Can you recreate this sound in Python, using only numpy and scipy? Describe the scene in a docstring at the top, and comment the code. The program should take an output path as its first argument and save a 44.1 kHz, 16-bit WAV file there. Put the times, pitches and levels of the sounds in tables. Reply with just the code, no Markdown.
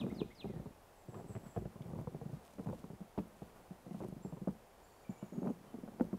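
"""A snow-covered wooden footbridge in quiet woods, where someone shifts their weight.
Packed snow gives way underfoot in small slips. Each rings snow and deck in a soft, dull thump;
quick runs of slips merge into a low creak. Clothing brushes faintly. A bird ends a series of
falling whistles and small birds twitter far off, echoed by the trunks. A creek murmurs behind."""
import sys
import numpy as np
from scipy import signal
from scipy.fft import rfft, irfft
from scipy.io import wavfile

SR = 44100
rng = np.random.default_rng(int(sys.argv[2]) if len(sys.argv) > 2 else 0)


def unload_wav(signal):
    """Save mono or channel-first audio to the path in sys.argv[1] as 16-bit WAV at rate SR, clipped to [-1, 1]."""
    wavfile.write(
        sys.argv[1],
        SR,
        np.round(np.clip(np.atleast_2d(signal).T, -1, 1) * 32767).astype(np.int16),
    )


N = 272538
TIME = np.arange(N) / SR


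def from_db(db):
    """Decibels to gain."""
    return 10 ** (np.asarray(db) / 20)


def peak_one(x):
    """Scale to peak 1."""
    return x / (np.abs(x).max() + 1e-20)


def add(out, start_s, sound):
    """Mix a sound in at start_s."""
    at = int(round(start_s * SR))
    sound, at = sound[max(-at, 0):], max(at, 0)
    out[at:at + len(sound)] += sound[:max(N - at, 0)]


def coloured(x, spectrum):
    """Filter by a curve of (f/Hz, level/dB); rms 1."""
    hz, db = np.transpose(spectrum)
    bins_hz = np.maximum(np.fft.rfftfreq(N, 1 / SR), 1)
    gain = from_db(np.interp(np.log(bins_hz), np.log(hz), db))
    shaped = irfft(rfft(x) * gain, N)
    return shaped / np.sqrt(np.mean(shaped ** 2) + 1e-20)


def drift(knots_per_s):
    """Random wander, spread about 1."""
    knots = rng.standard_normal(4000)
    return np.interp(TIME * knots_per_s, np.arange(len(knots)), knots)


def ring(push, hz, t60_s):
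    """Damped resonance; a unit click gives a peak of about 1."""
    radius = from_db(-60 / (t60_s * SR))
    angle = 2 * np.pi * min(hz, SR / 2.2) / SR
    return signal.lfilter([0, np.sin(angle)], [1, -2 * radius * np.cos(angle), radius ** 2], push + 1e-18)


def aftermath(shakes, t60_s, attack_s=.003):
    """Envelope that rises with each shake and dies away."""
    lag = np.exp(-1 / (attack_s * SR))
    power = signal.lfilter([1], [1, -from_db(-60 / (t60_s * SR)) ** 2], shakes ** 2 + 1e-18)
    return signal.lfilter([1 - lag], [1, -lag], np.sqrt(power))


# steady spectrum of creek, air and hiss: f/Hz, relative level/dB
AIR_SPECTRUM = [(13, -20), (22, 5.5), (42, 0), (70, -0.5), (110, -2.5), (250, -7), (450, -3), (780, -2),
                (1250, -12), (2000, -16), (4000, -23), (7200, -24.5), (12000, -25), (15500, -29)]


def air(level_db=-63, whine_hz=10207, whine_db=-94):
    """Steady air and hiss with a very faint electronic whine."""
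    hiss = from_db(level_db) * coloured(rng.standard_normal(N), AIR_SPECTRUM)
    return hiss + from_db(whine_db) * np.sqrt(2) * np.sin(2 * np.pi * whine_hz * TIME)


def creek(level_db=-73.5, ripple_db=3.5, swell_db=5.0):
    """Water murmurs in quick ripples and slow swells."""
    spectrum = [(200, -15.5), (450, -4.5), (750, -7.5), (1200, -11), (2500, -27.5), (6000, -32)]
    level = from_db(level_db + ripple_db * drift(30) + swell_db * drift(1.4))
    return level * coloured(rng.standard_normal(N), spectrum)


def woods(call, echo_s, echo_db, near_db, far_db, near_t60_s=.068, far_t60_s=.62):
    """Nearby trunks echo and blur a call; a thin tail returns from deeper in the trees."""
    t = TIME[:SR]
    response = np.zeros(SR)
    for db, t60_s in (near_db, near_t60_s), (far_db, far_t60_s):
        scatter = rng.standard_normal(SR) * from_db(-60 * t / t60_s) * (1 - np.exp(-t / .012))
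        response += from_db(db) * scatter / np.linalg.norm(scatter)
    response[int(echo_s * SR)] += from_db(echo_db)
    return call + signal.fftconvolve(call, response)[:N]


def note(hz, db, waver=.0096):
    """Bird tone along a pitch contour, trembling in pitch and level."""
    tremble = drift(250)[:len(hz)]
    level = from_db(db + 2 * tremble) * signal.windows.tukey(len(hz), .35)
    return level * np.sin(2 * np.pi * np.cumsum(hz * (1 + waver * tremble)) / SR)


def arch(length_s, pitches_hz):
    """Parabolic contour through a first, middle and last pitch."""
    parabola = np.polyfit([0, .5, 1], pitches_hz, 2)
    return np.polyval(parabola, np.linspace(0, 1, int(length_s * SR)))


# far calls: t/s, length/s, first f/Hz, middle f/Hz, last f/Hz, level/dB
LONE_NOTES = [(0.44, 0.16, 2280, 1967, 1700, -75), (4.22, 0.051, 7250, 7430, 7620, -70),
              (4.83, 0.18, 4520, 4450, 4670, -82.5), (5.044, 0.046, 2370, 2320, 2300, -70),
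              (5.113, .11, 2306, 2285, 2310, -76), (5.174, 0.077, 2300, 2950, 2427, -77.5),
              (5.653, 0.07, 2270, 3120, 2400, -77.5)]


def lone_notes():
    """Far birds give single gliding notes."""
    out = np.zeros(N)
    for start_s, length_s, *pitches_hz, db in LONE_NOTES:
        add(out, start_s, note(arch(length_s, pitches_hz), db))
    return out


# phrases: t/s, length/s, top f/Hz, level/dB
TWITTERS = [(0.947, 0.099, 7800, -79), (1.073, .13, 8000, -75.5), (1.263, 0.095, 8110, -68.5),
            (1.424, 0.13, 8020, -72)]


def twitter(hold_s=.034, sag_hz_per_s=1900, warble_hz=28, depth_hz=542):
    """Each phrase holds a high, sagging note, then warbles below it."""
    out = np.zeros(N)
    for start_s, length_s, top_hz, db in TWITTERS:
        t = TIME[:int(length_s * SR)]
        dips = np.sin(np.pi * warble_hz * np.maximum(t - hold_s, 0)) ** 2
        add(out, start_s, note(top_hz - sag_hz_per_s * t - depth_hz * dips, db, waver=.0083))
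    return out


# chips of the trill: t/s, level/dB
CHIPS = [(4.83, -71.5), (4.918, -76), (5.014, -77), (5.094, -71), (5.171, -71.5), (5.249, -72.5),
         (5.326, -70.5), (5.407, -74), (5.492, -77)]


def trill(chip_s=.024, first_hz=7200, rise_hz=790, sag_hz_per_s=910):
    """Quick upward chips, each a little lower than the last."""
    out = np.zeros(N)
    sweep_hz = rise_hz * np.linspace(-.5, .5, int(chip_s * SR))
    for start_s, db in CHIPS:
        centre_hz = first_hz - sag_hz_per_s * (start_s - CHIPS[0][0])
        add(out, start_s, note(centre_hz + sweep_hz, db))
    return out


# rising lead-in note: first, middle, last f/Hz
PICKUP_HZ = (1810, 2150, 2240)
# one whistle: t/s from its start, f/Hz, relative level/dB
WHISTLE_CONTOUR = [(0, 7210, -20), (.009, 5130, -13), (.033, 4510, -16), (.058, 3930, -0.5),
                   (0.065, 3400, 2), (0.073, 2690, -4), (.084, 2440, -6), (.097, 2450, -8)]
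# the series: t/s, level/dB
WHISTLES = [(-.056, -52), (0.14, -53), (0.345, -53.5)]


def whistles(pickup_lead_s=.043, pickup_s=.025, pickup_rel_db=-7):
    """After a short rising note, a pure tone sweeps down, lingers, then drops again."""
    out = np.zeros(N)
    knots_s, pitch_hz, level_db = np.transpose(WHISTLE_CONTOUR)
    t = TIME[:int(knots_s[-1] * SR)]
    phase = 2 * np.pi * np.cumsum(np.interp(t, knots_s, pitch_hz)) / SR
    envelope = from_db(np.interp(t, knots_s, level_db)) * signal.windows.tukey(len(t), .1)
    for start_s, db in WHISTLES:
        pickup = note(arch(pickup_s, PICKUP_HZ), db + pickup_rel_db, waver=.0043)
        add(out, start_s - pickup_lead_s, pickup)
        add(out, start_s, from_db(db) * envelope * np.sin(phase))
    return out


# brushes of clothing: centre t/s, half length/s, level/dB
BRUSHES = [(.02, .14, -76), (2.487, 0.14, -73.5), (2.774, 0.11, -76), (3.408, 0.066, -78),
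           (4.0, 0.13, -74.5)]


def clothing(grains_per_s=700, flutter_db=3):
    """Fibres catch and let go in a soft crackle that swells with each brush."""
    grains = (rng.random(N) < grains_per_s / SR) * rng.standard_normal(N)
    flutter = from_db(flutter_db * drift(70))
    spectrum = [(800, -29), (2500, 2), (5000, -4), (9000, -3), (12500, -7), (15500, -23)]
    level = sum(from_db(db) * np.exp(-((TIME - at_s) / half_s) ** 2) for at_s, half_s, db in BRUSHES)
    return level * flutter * coloured(grains, spectrum)


# dry ticks: t/s, peak level/dB, f/Hz
TICKS = [(1.144, -44, 1270), (1.163, -63, 1490), (1.352, -62, 2600), (1.362, -56, 1870),
         (1.82, -54.5, 3500), (2.535, -60, 7000), (3.179, -54, 2980), (3.186, -51, 2430),
         (3.28, -61, 11000), (4.082, -57, 9970)]


def crystal_ticks(t60_s=.042):
    """Snow crystals tick in tiny bright bursts of noise."""
    out, t = np.zeros(N), TIME[:SR // 20]
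    for start_s, db, hz in TICKS:
        burst = rng.standard_normal(len(t)) * from_db(-60 * t / t60_s)
        add(out, start_s, from_db(db) * peak_one(ring(burst, hz, t60_s=8 / hz)))
    return out


# rumble: t/s, level/dB re the thumps
RUMBLE_LEVEL = [(0, -23.5), (.5, -20), (1.6, -23), (2.7, -24), (3.2, -26.5), (4.1, -25), (4.5, -29),
                (5.1, -44), (5.85, -56), (6.05, -27)]


def rumble(shakes, t60_s=.32):
    """A soft, deep swell follows each slip."""
    spectrum = [(15, -33), (35, -9.5), (60, 7), (80, -3), (125, -3), (200, -27.5), (500, -66)]
    level = from_db(np.interp(TIME, *np.transpose(RUMBLE_LEVEL))) * aftermath(shakes, t60_s)
    return level * coloured(rng.standard_normal(N), spectrum)


# shifts of weight: start t/s, end t/s, level/dB
WEIGHT_SHIFTS = [(0, 0.22, -52), (0.45, 0.677, -57), (1.125, 1.47, -58), (1.81, 2.343, -58),
                 (2.553, 2.86, -61.5), (3.367, 3.6, -66), (3.88, 4.148, -59), (5.372, 6.18, -59.5)]
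# settling snow: f/Hz, relative level/dB
SETTLING_SPECTRUM = [(50, -37), (110, -8), (200, 0.5), (380, -9), (700, -17.5), (1200, -35.5),
                     (2500, -46.5)]


def settling(shakes, grains_per_s=500, spread_db=5.0, fade_db_per_s=194, slip_rel_db=-23, t60_s=.3):
    """Countless tiny collapses mutter while the weight shifts and just after each slip."""
    grains = (rng.random(N) < grains_per_s / SR) * rng.choice([-1, 1], N)
    sizes = from_db(spread_db * np.minimum(rng.exponential(1, N), 3))
    load = sum(from_db(db - fade_db_per_s * np.abs(TIME - np.clip(TIME, start_s, end_s)))
               for start_s, end_s, db in WEIGHT_SHIFTS)
    after_slips = from_db(slip_rel_db) * aftermath(shakes, t60_s)
    return np.hypot(load, after_slips) * coloured(grains * sizes, SETTLING_SPECTRUM)


# collapses: t/s, thump level/dB, crunch level/dB re thump, second stage level/dB re first
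COLLAPSES = [(.114, -38.5, -7, 5.5), (0.4436, -35, 0, 0), (0.496, -36.5, -5.5, -19),
             (.657, -40.5, -4, -1.5), (1.294, -40.5, -8.5, 2), (1.352, -36.5, -1, 0),
             (1.5625, -32, -1, 4.5), (1.654, -34.5, -4, -14), (1.933, -33.5, -7, -10),
             (2.584, -41, -2.5, 4), (3.005, -40, -7, -1.5), (3.176, -30.5, -2.5, 5.5),
             (3.419, -37, -4, -11), (4.248, -34, -7.5, -2.5), (4.473, -27, -5, -2.5),
             (5.377, -30, -18, -5.5), (6.129, -30, -7, -3)]


def collapse_slips(stage_s=.0103, dulling_db=4.5, last_drop_db=10.5):
    """Snow gives way in three stages, each duller; returns rows as in SINGLE_SLIPS."""
    slips = []
    for start_s, db, crunch_db, second_db in COLLAPSES:
        for k, stage_db in enumerate([0, second_db, second_db - last_drop_db]):
            slips.append((start_s + k * stage_s, db + stage_db, crunch_db - k * dulling_db))
    return slips


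# creaks: start t/s, end t/s, thump level/dB, crunch level/dB re thump
CREAKS = [(.002, .085, -39, -11.5), (.135, .184, -53, -12), (.226, .261, -46.5, -24),
          (.468, .533, -46, -17), (1.132, 1.215, -46, -2), (1.868, 1.919, -42.5, -7),
          (1.956, 2.001, -38, -8.5), (2.66, 2.716, -36, -6.5), (3.919, 3.995, -45, -29),
          (4.004, 4.053, -42.5, 1.5), (5.322, 5.365, -42, -7), (5.419, 5.497, -33, -7)]


def creak_slips(slips_per_s=105, gap_scatter=.1088, scatter_db=1.5):
    """Snow sticks and slips in quick, nearly even runs; returns rows as in SINGLE_SLIPS."""
    slips = []
    for start_s, end_s, db, crunch_db in CREAKS:
        gap_noise, level_noise = rng.standard_normal((2, 24))
        times_s = start_s + np.cumsum(np.r_[0, np.exp(gap_scatter * gap_noise[1:])]) / slips_per_s
        levels_db = db + scatter_db * level_noise
        slips += [(at_s, thump_db, crunch_db) for at_s, thump_db in zip(times_s, levels_db) if at_s < end_s]
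    return slips


# modes of snow and deck: ratio to ring pitch, relative level/dB, t60/s
THUMP_MODES = [(.62, -5, 0.073), (1.0, 9, 0.041), (1.75, -13, 0.052)]
# modes of the crunch: f/Hz, relative level/dB, t60/s
CRUNCH_MODES = [(417, -1.5, 0.06), (469.5, -5, 0.048), (599, -2.5, 0.03), (854, -4.5, 0.018),
                (1250, -8, 0.0056), (2500, -23.5, 0.0047)]


def slip(thump_db, ring_hz, crunch_db, fracture_s=.004, fracture_size=.32, scatter_db=2.17):
    """One break and six smaller fractures just after it set snow and deck ringing."""
    push = np.zeros(SR // 8)
    delays_s = np.minimum(rng.exponential(fracture_s, size=6), .05)
    np.add.at(push, (delays_s * SR).astype(int), fracture_size * rng.standard_normal(6))
    push[0] += 1
    thump = crunch = 0
    for k, (ratio, db, t60_s) in enumerate(THUMP_MODES):
        gain = (-1) ** k * from_db(db + scatter_db * rng.normal())
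        thump += gain * ring(push, ring_hz * ratio, t60_s)
    for k, (hz, db, t60_s) in enumerate(CRUNCH_MODES):
        gain = (-1) ** k * from_db(db + scatter_db * rng.normal())
        crunch += gain * ring(push, hz * np.exp(.096 * rng.normal()), t60_s)
    return from_db(thump_db) * (peak_one(thump) + from_db(crunch_db) * peak_one(crunch))


# single slips: t/s, thump level/dB, crunch level/dB re thump
SINGLE_SLIPS = [(.013, -35.5, -7), (.037, -31.5, -6.5), (.065, -34, -3.5), (.186, -36, -11), (.203, -44, 1),
                (.2145, -28.5, -2.5), (.537, -40.5, -3.5), (.561, -36, -11), (.596, -34, -11.5),
                (1.085, -40.5, -5), (1.196, -45, -8), (1.243, -45.5, 0), (1.462, -44, -14),
                (1.62, -40.5, -3.5), (1.757, -41, -6), (1.806, -36.5, -12), (1.856, -38.5, -14),
                (2.013, -36.5, -7), (2.072, -32.5, -5), (2.146, -37, -2.5), (2.214, -37.5, -3.5),
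                (2.258, -35, -17), (2.294, -42, -8), (2.329, -33.5, -13.5), (2.633, -52, -11),
                (2.727, -37.5, 0), (2.841, -36, -6), (2.901, -40.5, -5), (2.932, -40.5, -8.5),
                (3.707, -38, -31), (3.864, -42.5, -5), (3.909, -38.5, -8), (3.944, -38, -6),
                (4.085, -37, -9), (4.123, -37, -10), (4.166, -36.5, -23), (4.204, -46.5, -10),
                (4.324, -36.5, -7.5), (4.369, -45, -4), (4.415, -34.5, -15), (5.093, -32, -16),
                (5.226, -33, -11.5), (5.463, -42, -18), (5.501, -30.5, -7.5), (5.741, -37.5, -7),
                (5.784, -41.5, -4), (5.834, -36, -10), (5.877, -43, 0), (5.998, -45, 11),
                (6.0085, -21.5, -6.5)]
# pitch of snow and deck as the weight moves: t/s, f/Hz
RING_PITCH = [(0, 221), (.25, 214), (.66, 151.5), (1.35, 135), (2.3, 148), (3.1, 170.4), (4.4, 184),
              (5.1, 204), (5.5, 232.5), (6.18, 226.5)]
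# hum of the deck: f/Hz, level/dB re thump, t60/s
DECK_MODES = [(171.5, -16.5, 0.21), (218.2, -23, 0.35), (358.8, -23, 0.24)]


def snow_underfoot(pitch_scatter=.061, muffle_band_hz=(90, 4500)):
    """Slips thump and the deck hums on, muffled by soft snow; returns the sound and the shakes."""
    thumps, shakes = np.zeros(N), np.zeros(N)
    for at_s, db, crunch_db in list(SINGLE_SLIPS) + collapse_slips() + creak_slips():
        ring_hz = np.interp(at_s, *np.transpose(RING_PITCH)) * np.exp(pitch_scatter * rng.normal())
        add(thumps, at_s, slip(db, ring_hz, crunch_db))
        add(shakes, at_s, from_db([db]))
    deck = sum(from_db(db) * ring(shakes, hz, t60_s) for hz, db, t60_s in DECK_MODES)
    muffle = signal.butter(2, muffle_band_hz, "band", fs=SR, output="sos")
    return signal.sosfilt(muffle, thumps + deck), shakes


def scene():
    """Quiet air and water, birds among the trees, snow close by; mono."""
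    quiet = air() + creek() + clothing()
    whistler = woods(whistles(), echo_s=.017, echo_db=-20, near_db=-9, far_db=-9.5)
    far_birds = woods(twitter() + trill() + lone_notes(), echo_s=.036, echo_db=-4.5, near_db=-5, far_db=-4)
    thumps, shakes = snow_underfoot()
    snow = thumps + settling(shakes) + rumble(shakes) + crystal_ticks()
    return (quiet + whistler + far_birds + snow)[None]


def record(dry):
    """Steep low-pass on the top treble."""
    cutoff_hz = 15650
    return signal.sosfilt(signal.ellip(14, .1, 80, cutoff_hz, fs=SR, output="sos"), dry)


dry = scene()
out = record(dry)
unload_wav(out)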